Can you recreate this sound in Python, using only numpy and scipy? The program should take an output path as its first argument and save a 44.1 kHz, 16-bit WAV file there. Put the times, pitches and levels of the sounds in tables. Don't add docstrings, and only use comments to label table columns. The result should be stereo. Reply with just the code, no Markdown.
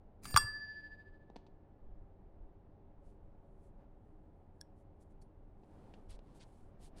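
import sys
import numpy as np
from scipy import signal
from scipy.fft import rfft, irfft
from scipy.io import wavfile

SR = 44100
rng = np.random.default_rng(int(sys.argv[2]) if len(sys.argv) > 2 else 0)


def inscribe(sig):
    pcm = np.round(np.clip(np.atleast_2d(sig).T, -1, 1) * 32767)
    wavfile.write(sys.argv[1], SR, pcm.astype(np.int16))


N = 308700
T = np.arange(N) / SR
HZ = np.maximum(np.fft.rfftfreq(N, 1 / SR), 1)
DUST = 1e-18 * rng.standard_normal(N)


# pitch in Hz, level in dB, t60 in seconds,
# left over right in dB, gain when scraped in dB.
CUP_MODES = [(1732.2, -41, 2.7, -7, -13), (1745.9, -44, 2.8, -7, -14), (2723, -45, .21, -9, -19),
             (4733, -60, 1.2, -15, -4), (4746.5, -40, 1.05, -15, -7), (4793, -58, .4, -10, -3),
             (5258, -45, .16, 0, -15), (5556, -44.5, .23, -9, -20), (7021, -48, .15, 0, 2),
             (7133, -49, .16, 0, 0), (8308, -33.5, .28, 13, -33), (8837, -38, .27, 8, -1),
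             (10830, -52, .17, 0, -6), (11460, -38, .25, -2, -32), (11690, -41, .18, -2, -31),
             (13120, -41, .15, 0, -17), (13310, -60, .17, -8, 12), (14410, -60, .23, -4, -14),
             (15420, -55, .13, -9, 2)]
# pitch in Hz, level in dB, t60 in seconds, left over right in dB.
INSERT_MODES = [(1665, -28, .035, -6), (3367, -35, .13, -2), (5578, -31, .09, -7), (8290, -35, .025, 8),
                (9640, -26.5, .04, 6), (13123, -40, .06, 1), (15420, -35.5, .035, -13)]
CAVITY_MODES = [(907, -23, 0.028, -4.5), (1072.4, -24.5, 0.042, -3), (1188, -14, 0.046, -4),
                (1394, -26, .025, -4.5)]
CLASH_MODES = [(1406, -20.5, .018, -2.5), (4737, -15, 0.024, -9), (5730, -30, 0.0045, -13.5),
               (7170, -10.5, 0.012, -2), (8724, -22, 0.043, 15.5), (10100, -28, 0.0068, 8),
               (10800, -27.5, .012, 15)]
# frequency in Hz, level in dB.
CRACK_SPECTRUM = [(400, -16.5), (900, 1), (1500, 0.5), (2000, -5), (2700, -1), (3900, -5.5), (6500, -7),
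                  (10000, -11), (12000, -19.5), (16000, -21.5)]
# start in seconds, then cup, insert, cavity, clash and crack levels in dB.
RIM_STRIKES = [(0.2536, -35.5, -37, -35, -36, -41), (0.308, -22, -43, -44.5, -34.5, -55.5),
               (0.341, -35, -41, -28.5, -51, -51), (.3620, -20.5, 4, 0.5, -19.5, -22.5),
               (0.3731, -1, -12.5, -6.5, 0.5, -29)]

def clinks():
    starts, cup_db, insert_db, cavity_db, clash_db, crack_db = np.transpose(RIM_STRIKES)
    cup = body(taps(starts, cup_db), [mode[:4] for mode in CUP_MODES], rise_s=0.0006055)
    insert = body(taps(starts, insert_db), INSERT_MODES, rise_s=0.0006)
    clash = body(taps(starts, clash_db), CLASH_MODES, rise_s=0.0004)
    pop = body(taps(starts, cavity_db), CAVITY_MODES, rise_s=0.0009)
    bursts = sum(burst(start, db, decay_s=0.0049) for start, db in zip(starts, crack_db))
    cracks = noise(CRACK_SPECTRUM, side_db=-2.5, envelope=bursts) * pan(-3)
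    return cup + insert - clash + pop + cracks


# time in seconds, friction in dB, stick-slip gain in dB.
SLEEVE_SLIDE = [(.215, -96, -21), (0.235, -55.5, -3), (.26, -55, -3), (0.285, -52.5, -4), (0.299, -53.5, 1),
                (.31, -52.5, 4.5), (.322, -68.5, 12), (.345, -84, 8), (.36, -110, 0.5)]
# frequency in Hz, level in dB.
SCRAPE_SPECTRUM = [(100, -3), (250, 0), (450, -15.5), (900, -19), (1220, -13), (1450, -20), (2400, -9.5),
                   (3100, -25), (4800, -13), (5900, -18), (9700, -13.5), (11200, -20), (12400, -28),
                   (15600, -22.5)]

def scrape(drive_db=-23):
    times, friction_db, slip_db = np.transpose(SLEEVE_SLIDE)
    sliding = (T > times[0]) * (T < times[-1])
    grit = from_db(np.interp(T, times, friction_db)) * sliding * grain(depth_db=5, per_s=490)
    lowest_mode_db = CUP_MODES[0][1]
    slip = from_db(np.interp(T, times, slip_db) + drive_db - lowest_mode_db)
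    rubbed_modes = [(hz, db + rub_db, t60, side) for hz, db, t60, side, rub_db in CUP_MODES]
    singing = body(grit * slip * rng.standard_normal(N), rubbed_modes, rise_s=0.00084)
    friction = noise(SCRAPE_SPECTRUM, side_db=-4.5, envelope=grit) * pan(-1.5)
    return friction, singing


# start in seconds, ring in dB, snap in dB, snap decay in seconds.
INSERT_CLICKS = [(4.6078, -64, -66, 0.0046), (4.6122, -26.5, -41, 0.0009), (5.221, -51, -75, 0.0098)]
# pitch in Hz, level in dB, t60 in seconds.
GRIPPED_MODES = [(1660, -27.5, .034), (3370, -39.5, .045), (5480, -12.5, .007), (5570, -46, .12),
                 (7900, -30, .018), (9500, -27.5, .022)]
# frequency in Hz, level in dB.
SNAP_SPECTRUM = [(500, -26), (2500, -35), (4200, 4), (5500, 3), (6800, -3), (9300, -1), (12000, -11),
                 (16000, -20)]
# start in seconds, pitch in Hz, level in dB, t60 in seconds.
PART_TINKS = [(5.217, 4500, -70, .04), (5.221, 9640, -80, .12), (5.939, 2800, -56, .018),
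              (6.107, 9500, -50, .004)]

def clicks():
    starts, ring_db, snap_db, decays = np.transpose(INSERT_CLICKS)
    ringing = body(taps(starts, ring_db), GRIPPED_MODES, rise_s=0.00053)
    snaps = sum(map(burst, starts, snap_db, decays)) * noise(SNAP_SPECTRUM, side_db=-1.5)
    tinks = sum(ring(taps([start], db), hz, t60) for start, hz, db, t60 in PART_TINKS) * pan(3.2)
    return ringing + snaps + tinks


# start in seconds, level in dB.
LANDINGS = [(0.2536, -43.5), (0.3419, -19.5), (0.369, -29), (.4400, -32)]
# pitch in Hz, level in dB, t60 in seconds.
TABLE_MODES = [(40, -8, 0.17), (94, 1, 0.073), (134.93, -2, 0.032)]

def thumps():
    starts, db = np.transpose(LANDINGS)
    return body(-taps(starts, db), TABLE_MODES, rise_s=0.00075) * pan(-2.2)


# start in seconds, body in dB, tick in dB, tick decay in seconds.
HANDLING_KNOCKS = [(.3430, -43.5, -29, 0.0019), (1.3, -47, -63.5, 0.0019), (1.3598, -43, -53, 0.0015),
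                   (1.364, -44, -50, 0.0025), (1.3707, -61, -72, 0.012), (1.4660, -57, -65.5, .006),
                   (5.634, -55, -76, 0.01), (5.9380, -54.5, -59.5, 0.007), (6.1908, -55.5, -57.5, 0.0022),
                   (6.3580, -58, -77, 0.0036)]
# pitch in Hz, level in dB, t60 in seconds.
KNOCK_MODES = [(188, -3.5, .03), (360, 2.5, .014), (805, 2, 0.0086)]
# frequency in Hz, level in dB.
TICK_SPECTRUM = [(400, -1), (1200, 0), (2000, -4), (3000, -1), (4700, -4), (7000, -14), (11000, -29),
                 (16000, -46)]

def knocks():
    starts, body_db, tick_db, decays = np.transpose(HANDLING_KNOCKS)
    ticks = noise(TICK_SPECTRUM, side_db=0, envelope=sum(map(burst, starts, tick_db, decays)))
    return body(taps(starts, body_db), KNOCK_MODES, rise_s=0.00061) + ticks


# middle and half length in seconds, level in dB, firmness from 0 to 1.
RUB_STROKES = [(3.08, 0.035, -86.5, 0.55), (3.66, 0.027, -84, 0.22), (4.795, .025, -87, .1),
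               (5.021, .013, -76.5, .06), (5.115, .013, -86.5, .2), (5.222, .007, -72.5, 0),
               (5.864, 0.18, -85, 0.72), (6.11, .013, -64, 0.78), (6.14, 0.019, -70.5, 0.92),
               (6.318, .06, -85, 0.9), (6.367, 0.017, -73.5, 0.25), (6.421, 0.016, -65, 1),
               (6.54, 0.1, -80.5, 0.37), (6.846, 0.03, -65, .5), (6.99, 0.019, -65.5, 0.77)]
# frequency in Hz, level in dB.
LIGHT_SPECTRUM = [(1000, -8), (4000, -11), (6000, -7.5), (8000, -3.5), (9700, -2.5), (11500, -11),
                  (15500, -27)]
FIRM_SPECTRUM = [(500, 0), (1200, -6.5), (2000, -6.5), (3200, -1.5), (4500, -2.5), (6500, -11),
                 (9500, -11.5), (12000, -40), (16000, -41)]

def rubs(hold_from_s=3.0, creep_db=-99, touch_pan_db=2.5, press_pan_db=13.5):
    light, firm = noise(LIGHT_SPECTRUM, side_db=2.5), noise(FIRM_SPECTRUM, side_db=3.5)
    creep = from_db(creep_db) * (T > hold_from_s) * grain(depth_db=5, per_s=16)
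    rubbing = creep * pan(touch_pan_db) * light
    for middle, half, db, firmness in RUB_STROKES:
        friction = np.sqrt(firmness) * firm + np.sqrt(1 - firmness) * light
        position = pan(touch_pan_db + press_pan_db * firmness ** 2)
        rubbing += from_db(db) * swell(middle, half) * position * friction
    return rubbing * grain(depth_db=1.8, per_s=660)


# middle and half length in seconds, rumble in dB, rustle in dB.
HAND_MOVES = [(.37, .09, -48.5, -61.5), (1.924, 0.09, -48, -79.5), (2.404, 0.057, -53, -85),
              (3.199, .22, -59.5, -77), (3.82, 0.032, -69, -66.5), (5.87, 0.16, -75, -61.5),
              (6.134, 0.044, -53.5, -69), (6.361, 0.13, -68, -64), (6.746, 0.16, -58, -66.5),
              (6.975, 0.035, -65, -59.5)]
# frequency in Hz, level in dB.
RUMBLE_SPECTRUM = [(15, 0), (35, 0.5), (55, -8), (100, -25), (250, -46), (1000, -88)]
RUSTLE_SPECTRUM = [(60, -8), (140, 4.5), (250, 2.5), (450, -4), (800, -6.5), (1300, -17.5), (3000, -31),
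                   (9000, -51.5)]

def microphone_hand(still_db=-67):
    sway, rub = from_db(still_db) * grain(depth_db=2.5, per_s=9.8), 0
    for middle, half, rumble_db, rustle_db in HAND_MOVES:
        speed = swell(middle, half)
        sway += from_db(rumble_db) * speed
        rub += from_db(rustle_db) * speed
    rumble = sway * noise(RUMBLE_SPECTRUM, side_db=-4)
    rustle = rub * noise(RUSTLE_SPECTRUM, side_db=-7.5)
    return (rumble + rustle) * pan(-2.4)


# frequency in Hz, level in dB.
AIR_SPECTRUM = [(12, -30.5), (20, -1.5), (35, -7.5), (55, -16.5), (222, -21), (262, -27.5), (310, -21.5),
                (337, -29), (388, -24), (446, -27.5), (558, -29.5), (718, -28.5), (825, -29.5),
                (1150, -41.5), (16000, -93)]
# pitch in Hz, level in dB, bandwidth in Hz.
ROOM_DRONES = [(84, -66.5, 14), (205, -74, 49), (308, -76.5, 14), (386.5, -76, 16), (559.4, -78.5, 10)]

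def room_tone(air_db=-60):
    tone = from_db(air_db) * noise(AIR_SPECTRUM, side_db=-13)
    for hz, db, width in ROOM_DRONES:
        t60 = np.log(1000) / (np.pi * width)
        tone += from_db(db) * rms_one(ring(rng.standard_normal(N), hz, t60))
    return tone * pan(-1.9)


# frequency in Hz, t60 in seconds.
ROOM_DECAY = [(100, 0.71), (1000, 0.55), (4000, 0.323), (9000, 0.17), (16000, 0.14)]

def room(x, wet_db, first_echo_s=0.0031):
    t, edges, tail = T[:SR // 2], np.geomspace(100, 18000, num=8), 0
    for low, high in zip(edges, edges[1:]):
        bandpass = signal.butter(2, [low, high], "band", fs=SR, output="sos")
        band = signal.sosfilt(bandpass, rng.standard_normal((2, len(t))))
        tail += band * from_db(-60 * t / at_hz(ROOM_DECAY, np.sqrt(low * high)))
    tail = rms_one(tail * (t > first_echo_s)) / np.sqrt(len(t))
    return x + from_db(wet_db) * signal.fftconvolve(x, tail, axes=1)[:, :N]


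# frequency in Hz, level in dB.
HISS_SPECTRUM = [(500, -6), (1200, -2), (2800, 0), (4200, -4), (5600, -17), (10500, -21), (16000, -40)]

def hiss():
    return from_db(-74.5) * noise(HISS_SPECTRUM, side_db=1)


def ports(x, lag_s=0.00005):
    late_left = irfft(rfft(x[0]) * np.exp(-2j * np.pi * HZ * lag_s), N)
    return np.array([late_left, x[1]])


def expander(x, threshold_db, slope, depth_db=24, memory_s=0.012):
    keep = np.exp(-1 / (memory_s * SR))
    power = signal.lfilter([1 - keep], [1, -keep], np.mean(x ** 2, axis=0))
    level_db = 10 * np.log10(power + 1e-14)
    return x * from_db(np.clip(slope * (level_db - threshold_db), -depth_db, 0))


def from_db(db):
    return 10 ** (np.asarray(db) / 20)


def rms_one(x):
    return x / np.sqrt(np.mean(x ** 2) + 1e-20)


def pan(db):
    return from_db(np.array([[db], [-db]]) / 2)


def at_hz(points, hz):
    f, value = np.transpose(points)
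    return np.interp(np.log(hz), np.log(f), value)


def noise(spectrum, side_db, envelope=1):
    colour = rms_one(from_db(at_hz(spectrum, HZ)))
    mid, side = irfft(rfft(rng.standard_normal((2, N)) * envelope) * colour, N)
    return (mid + from_db(side_db) * side * [[1], [-1]]) / np.hypot(1, from_db(side_db))


def grain(depth_db, per_s):
    knots = rng.standard_normal(N)
    return rms_one(from_db(depth_db * np.interp(T * per_s, np.arange(N), knots)))


def taps(times, db):
    out = np.zeros(N)
    out[np.round(np.asarray(times) * SR).astype(int)] = from_db(db)
    return out


def burst(start, db, decay_s):
    return from_db(db) * (T >= start) * np.exp(-np.clip((T - start) / decay_s, 0, 40))


def swell(middle, half):
    away = np.minimum(np.abs((T - middle) / half), 4)
    return np.exp(-away ** 3 / 2)


def ring(force, hz, t60, rise_s=0.0001):
    r, w = from_db(-60 / (t60 * SR)), 2 * np.pi * hz / SR
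    q = np.exp(-1 / (rise_s * SR))
    build = [(1 - q * q) / 2, 0, (q * q - 1) / 2, 1, -2 * q * np.cos(w), q * q]
    decay = [0, np.sin(w), 0, 1, -2 * r * np.cos(w), r * r]
    return signal.sosfilt([build, decay], force + DUST)


def body(force, modes, rise_s):
    out = np.zeros((2, N))
    for k, (hz, db, t60, *side) in enumerate(modes):
        out += (-1) ** k * from_db(db) * pan(side[0] if side else 0) * ring(force, hz, t60, rise_s)
    return out


def scene():
    friction, singing = scrape()
    ringing = room(ports(singing + clinks()), wet_db=-24)
    brass = expander(ringing + hiss(), threshold_db=-51, slope=1.9)
    handling = room(friction + clicks(), wet_db=-30)
    bumps = room(thumps() + knocks(), wet_db=-14.5)
    return brass + handling + bumps + rubs() + microphone_hand() + room_tone()


def record(dry, cutoff_hz=15800):
    return signal.sosfilt(signal.ellip(10, 0.1, 80, cutoff_hz, fs=SR, output="sos"), dry)


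dry = scene()
out = record(dry)
inscribe(out)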